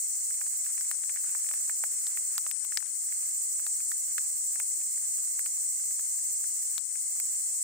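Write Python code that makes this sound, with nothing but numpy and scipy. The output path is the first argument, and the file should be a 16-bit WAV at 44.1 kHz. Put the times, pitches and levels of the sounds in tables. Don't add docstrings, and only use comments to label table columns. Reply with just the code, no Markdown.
import sys
import numpy as np
from scipy import signal
from scipy.fft import rfft, irfft, next_fast_len
from scipy.io import wavfile
from scipy.ndimage import uniform_filter1d, minimum_filter1d

SR = 44100
rng = np.random.default_rng(int(sys.argv[2]) if len(sys.argv) > 2 else 0)


def volts(x):
    e = np.asarray(x, float) / 20
    return 10 ** e


def digitize_waveform(pressure):
    field = np.atleast_2d(pressure).T
    bounded = np.clip(field, -1, 1)
    quanta = np.round(bounded * 32767).astype(np.int16)
    wavfile.write(sys.argv[1], SR, quanta)


N = 336483


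def rms_one(x):
    return x / np.sqrt(np.mean(x ** 2) + 1e-20)


def sides(pan_db):
    return volts(np.array([[.5], [-.5]]) * pan_db)


def at_hz(points, hz):
    point_hz, value = np.transpose(points)
    return np.interp(np.log(hz), np.log(point_hz), value)


def resonate(x, hz, width_hz):
    r = np.exp(-np.pi * width_hz / SR)
    zeros = [(1 - r * r) / 2, 0, (r * r - 1) / 2]
    poles = [1, -2 * r * np.cos(2 * np.pi * hz / SR), r * r]
    return signal.lfilter(zeros, poles, x + 1e-18)


def resonate_twice(x, hz, width_hz):
    return resonate(resonate(x, hz, width_hz), hz, width_hz)


def drift(knots_per_s):
    knots = rng.standard_normal(int(N / SR * knots_per_s) + 2)
    return np.interp(np.arange(N) / SR * knots_per_s, np.arange(len(knots)), knots)


def cycles(done, per_s, gain):
    t = np.arange(N) / SR
    return done + per_s * t + gain * t ** 2 / 2


def grains(per_s, spread_db):
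    sizes = volts(spread_db * np.minimum(rng.exponential(1, (2, N)), 3))
    signs = rng.choice([-1, 1], (2, N))
    falls_here = rng.random((2, N)) < per_s / SR
    return rms_one(sizes * signs * falls_here)


def spread(source, spectrum, level_db, ripple_db):
    # frequency in Hz, left minus right in dB.
    lean = [(60, 1.5), (300, -0.5), (500, 3.5), (800, -0.5), (1300, 2), (2100, -5.5), (3300, 2.5),
            (4500, -1), (5500, 6.5), (7000, -3.5), (8000, 0), (9100, 8), (9700, 2), (10500, -9.5),
            (13000, -4), (15500, -13)]
    # frequency in Hz, left-right likeness from -1 to 1.
    likeness = [(60, 0.47), (130, 0.93), (290, 0.14), (640, 0.32), (1410, 0.089), (3100, -0.016),
                (6820, 0.015), (15000, -0.075)]
    size = next_fast_len(N)
    hz = np.maximum(np.fft.rfftfreq(size, 1 / SR), 10)
    mid, side = rfft(source, size)
    alike = np.clip(at_hz(likeness, hz), -1, 1)
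    pair = np.sqrt(1 + alike) * mid + np.sqrt(1 - alike) * side * [[1], [-1]]
    knots = rng.standard_normal((2, 441))
    ripple = ripple_db * np.array([np.interp(hz / 50, np.arange(441), k) for k in knots])
    colour = volts(at_hz(spectrum, hz) + ripple) * sides(at_hz(lean, hz))
    bed = irfft(pair * colour, size)[:, :N]
    return volts(level_db) * bed / np.sqrt(np.mean(bed.mean(axis=0) ** 2))


def air():
    # frequency in Hz, relative density in dB per Hz.
    air_spectrum = [(18, -56), (30, -24), (70, -16), (150, -15), (250, -19.5), (372, -18), (753, -11.5),
                    (1720, -13), (2100, -0.5), (2420, -15.5), (2740, -8), (3350, -11.5), (3700, -13.5),
                    (4810, -50), (8140, -120)]
    return spread(rng.standard_normal((2, N)), air_spectrum, level_db=-67.5, ripple_db=2.5)


def insect_hiss(flicker_db, near_share):
    # frequency in Hz, relative density in dB per Hz.
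    hiss_spectrum = [(2180, -69), (3700, -60), (3790, -50), (4100, -28.5), (4660, -24.5), (5390, -17.5),
                     (6160, -12.5), (7720, 2), (8610, 0), (9200, -6.5), (10900, -29.5), (13000, -21),
                     (14100, -20.5), (15100, -24), (15800, -25.5)]
    far = rng.standard_normal((2, N))
    clicks = near_share * grains(9000, spread_db=2.5) + far
    flicker = volts(flicker_db * np.array([drift(25), drift(25)]))
    return spread(clicks, hiss_spectrum, level_db=-33.5, ripple_db=3.5) * flicker


def narrow_tones(waver_db):
    # frequency in Hz, bandwidth in Hz,
    # level in dB before wavering, start in seconds, end in seconds, left minus right in dB.
    tone_rows = [(2110, 170, -69, 0, 7.63, -2.5), (5583, 45, -61, 0, 7.63, 1.5), (5958, 60, -52, 0, .42, 3),
                 (5960, 70, -57, 5.6, 6.6, -3), (6465, 60, -51.5, 5.1, 6.65, -1.5),
                 (7692, 40, -50, 0, 7.63, 1.5), (8330, 50, -51, 0, 7.63, -1.5),
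                 (8431, 30, -51.5, 0, 7.63, 1.5)]
    out = np.zeros((2, N))
    t = np.arange(N) / SR
    for hz, width_hz, level_db, start_s, end_s, pan_db in tone_rows:
        tone = rms_one(resonate_twice(rng.standard_normal((2, N)), hz, width_hz))
        gate = np.clip(np.minimum(t - start_s + .05, end_s - t + .05) / .1, 0, 1)
        out += tone * gate * volts(level_db + waver_db * drift(4.1)) * sides(pan_db)
    return out


def through_leaves(song):
    leaves = rng.standard_normal((2, 900)) * np.exp(-np.arange(900) / SR / .003)
    leaves = leaves / np.sqrt(np.sum(leaves ** 2, axis=1, keepdims=True))
    wet = signal.fftconvolve(song[None], leaves, axes=1)[:, :N]
    left = .5 * np.roll(song, 6) + wet[0]
    right = song + .4 * wet[1]
    return rms_one(np.array([rms_one(left), rms_one(right)]))


def bush_cricket(stops, fade_db, scrape_s, rough, second_db):
    # resonance in Hz, bandwidth in Hz,
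    # level in dB relative to the other bands, entry as a share of the chirp period.
    wing = [(13400, 800, -7, .66), (13850, 450, -2.5, .67), (14400, 800, -1, .71), (14900, 800, 0, .75),
            (15350, 800, -2, .8), (15750, 600, -4, .83)]
    chirps = cycles(done=.77, per_s=12.45, gain=.073)
    strokes = cycles(done=.5, per_s=186.51, gain=.09)
    strength = volts(1.7 * drift(190))
    since_s = ((strokes + 0.11) % 1) / 187
    first = np.exp(-since_s / scrape_s)
    second = volts(second_db) * (since_s > .0014) * np.exp(-np.abs(since_s - .0014) / scrape_s)
    teeth = rng.standard_normal(300)[(since_s * SR).astype(int)]
    scrape = strength * (first + second) * (teeth + rough * rng.standard_normal(N))
    song = np.zeros(N)
    for hz, width_hz, level_db, enters in wing:
        phase = (chirps - enters) % 1
        length = 1 + stops - enters
        fade = volts(-fade_db * np.maximum(phase - length, 0))
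        gate = np.clip(phase * 20, 0, 1) * fade
        song += volts(level_db) * rms_one(resonate_twice(scrape * gate, hz, width_hz))
    return volts(-50) * through_leaves(song) * sides(-11.5)


def vigour_curve():
    # time in seconds, vigour in dB.
    vigour_rows = [(0, -2), (.7, 0), (1.3, 5), (1.9, 2), (2.5, 5), (3, -1), (4, -5), (5, -3), (7.63, -3)]
    s, vigour_db = np.transpose(vigour_rows)
    return np.interp(np.arange(N) / SR, s, vigour_db)


def rustle(hz, width_hz, clump_db, pan_db):
    shared, own = grains(1500, spread_db=3.0), grains(1500, spread_db=3.0)
    body = resonate_twice(shared[0] + 0.44 * own, hz, width_hz)
    level_db = -70 + vigour_curve() + clump_db * drift(30)
    return rms_one(body) * volts(level_db) * sides(pan_db)


def echoed(x):
    # delay on the left in seconds, delay on the right in seconds, level in dB.
    echo_rows = [(.0007, .0005, -49), (.0023, 0.0016, -25), (.0041, .0044, -13), (.0072, .0061, -28),
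                 (.012, 0.012, -28)]
    out = x.copy()
    for k, (left_s, right_s, level_db) in enumerate(echo_rows):
        for side, delay_s in enumerate([left_s, right_s]):
            lag = round(delay_s * SR)
            out[side, lag:] -= (-1) ** k * volts(level_db) * x[side, :N - lag]
    return out


def pop(hz, mid_db, top_db, width_hz, crack_s, top_pan_db):
    n = np.arange(400)
    click = (n == 0) + 0.13 * rng.standard_normal(400) * np.exp(-n / SR / 0.0014)
    knock = resonate(click, hz, width_hz)
    woody = signal.butter(3, [500, 2700], "band", fs=SR, output="sos")
    knock = signal.sosfilt(woody, knock)
    crack = 0.72 * (n == 0) + rng.standard_normal((2, 400)) * np.exp(-n / SR / crack_s)
    mid = resonate(resonate(crack, 5400, 6300), 5600, 5100)
    top = resonate(resonate(crack, 13300, 8000), 12900, 7200)
    knock = knock / np.abs(knock).max()
    mid = volts(mid_db) * mid / np.abs(mid).max()
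    top = volts(top_db) * sides(top_pan_db) * top / np.abs(top).max()
    return knock + mid + top


def fire(tick_db, tick_spread_db):
    # start in seconds, knock peak in dB before panning and echoes, knock in Hz,
    # middle crack in dB over the knock, top crack in dB over the knock before its own panning.
    pop_rows = [(.308, -40, 1850, 0, 8), (.343, -44.5, 2160, 19, 9), (.414, -33, 1820, -6, 12),
                (.465, -41.5, 1690, 1, 6), (.647, -43, 2100, 10, 17), (.664, -39, 1720, 4, 8),
                (.779, -36, 2000, -2, 4), (.81, -38, 1570, 13.5, 5), (.9135, -25.5, 1680, 8, 3),
                (1.036, -37.5, 1580, 11, 7), (1.095, -33, 2000, -5, 2), (1.161, -33.5, 1920, 3, 9),
                (1.171, -36, 2000, -2, 5), (1.237, -44, 1540, -2, 8), (1.244, -44, 1300, -4, 4),
                (1.35, -32, 1800, -3, 10), (1.445, -42, 1960, 0, 6), (1.465, -41.5, 1940, 5, 11),
                (1.489, -36.5, 1990, 9, 15), (1.513, -31, 1880, -3, 6), (1.538, -32, 1720, 2, 12),
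                (1.696, -29.5, 1780, -17, 3), (1.8381, -24.5, 1680, -4, 10), (2.069, -39, 1620, 18, 11),
                (2.173, -30.5, 1870, -8, 1), (2.3803, -27.5, 1500, 17, 17.5), (2.465, -30, 1510, 0, -1),
                (2.513, -26.5, 1970, 11, 16), (2.649, -35.5, 1580, 10, 19), (2.722, -30, 1610, 0, -2),
                (2.773, -18.5, 1690, 14, 13.5), (2.805, -39, 1810, 7, 17), (2.826, -33.5, 1460, -4, 1),
                (2.861, -41.5, 1950, 16, 3), (3.124, -38, 1960, 9, 15), (3.228, -47, 2110, 4, 11),
                (3.596, -41, 1340, -1, 8), (3.666, -33.5, 1840, 8, 11), (3.804, -40, 2030, 8, 7),
                (3.917, -29.5, 1900, 4, 11), (4.181, -24, 1930, 6, 3), (4.558, -37, 1750, -1, 10),
                (4.6, -28.5, 1840, -3, 11), (4.815, -45.5, 2070, 0, 12), (4.976, -43.5, 1850, 4, 12),
                (5.182, -44.5, 1970, 0, 10), (5.393, -32, 1930, 2, 15), (5.461, -34, 1850, 7.5, 12),
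                (5.91, -44.5, 2090, 5, 13), (5.994, -38.5, 1800, 5, 16), (6.442, -40, 1850, 5, 10),
                (6.78, -32, 1900, 22, 19), (6.956, -37.5, 2020, -2, 6), (7.2, -35.5, 2040, 12, 20)]
    ticks_per_s = 65 * volts(1.2 * vigour_curve())
    ticks = []
    for i in np.flatnonzero(rng.random(N) < ticks_per_s / SR):
        peak_db = tick_db + tick_spread_db * min(rng.exponential(), 3)
        ticks.append((i / SR, peak_db, rng.uniform(1010, 2260), 3.5, 5.5))
    out = np.zeros((2, N + 800))
    for s, peak_db, hz, mid_db, top_db in pop_rows + ticks:
        pan_db = -4 + 1.6 * rng.standard_normal()
        burst = pop(hz, mid_db, top_db, width_hz=810, crack_s=0.00036, top_pan_db=-5)
        burst = volts(peak_db) * sides(pan_db) * burst
        i = round(s * SR)
        out[0, i:i + 400] += burst[0]
        out[1, i + 3:i + 403] += burst[1]
    return echoed(out[:, :N])


def snaps(crack_db):
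    # time in seconds, peak of the ring in dB.
    snap_rows = [(.914, -3), (2.38, -8), (2.513, 5), (2.773, 0), (4.181, -8), (6.781, 2)]
    out = np.zeros((2, N))
    n = np.arange(200)
    ring = np.hanning(200) * np.sin(2 * np.pi * 20000 * n / SR)
    for s, peak_db in snap_rows:
        burst = rng.standard_normal(200) * (n > 95) * np.exp((95 - n) / SR / 0.00046)
        crack = resonate(burst, 18300, 10400)
        snap = ring + volts(crack_db) * crack / np.abs(crack).max()
        middle = round(s * SR)
        out[1, middle - 100:middle + 100] = volts(peak_db) * snap
    return out


def scene():
    background = air() + insect_hiss(flicker_db=0.63, near_share=0.71) + narrow_tones(waver_db=2.0)
    cricket = bush_cricket(stops=.22, fade_db=110, scrape_s=.00035, rough=.6, second_db=-5)
    grass = rustle(hz=1500, width_hz=1680, clump_db=5.0, pan_db=-3.0)
    pops = fire(tick_db=-62.5, tick_spread_db=4.0)
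    return background + cricket + grass + pops + snaps(crack_db=-3.5)


def limiter(x, ceiling_db, ahead_s, hold_s, release_s):
    over_db = np.maximum(20 * np.log10(np.abs(x) + 1e-9) - ceiling_db, 0)
    span = round((ahead_s + hold_s) * SR)
    origin = span // 2 - round(ahead_s * SR) - 1
    held_db = -minimum_filter1d(-over_db, size=span, axis=1, origin=origin)
    fall = np.arange(N) / SR / release_s
    duck_db = np.exp(np.maximum.accumulate(np.log(held_db + 1e-9) + fall, axis=1) - fall)
    return x * volts(-uniform_filter1d(duck_db, size=40, axis=1))


def top_cut(x):
    return signal.sosfilt(signal.butter(12, 16920, fs=SR, output="sos"), x)


def record(dry):
    limited = limiter(dry, ceiling_db=-5.5, ahead_s=0.0092, hold_s=0.069, release_s=0.099)
    low_pass = signal.cheby2(16, 60, 16150, fs=SR, output="sos")
    mix = signal.sosfilt(low_pass, limited)
    return top_cut(mix)


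dry = scene()
out = record(dry)
digitize_waveform(out)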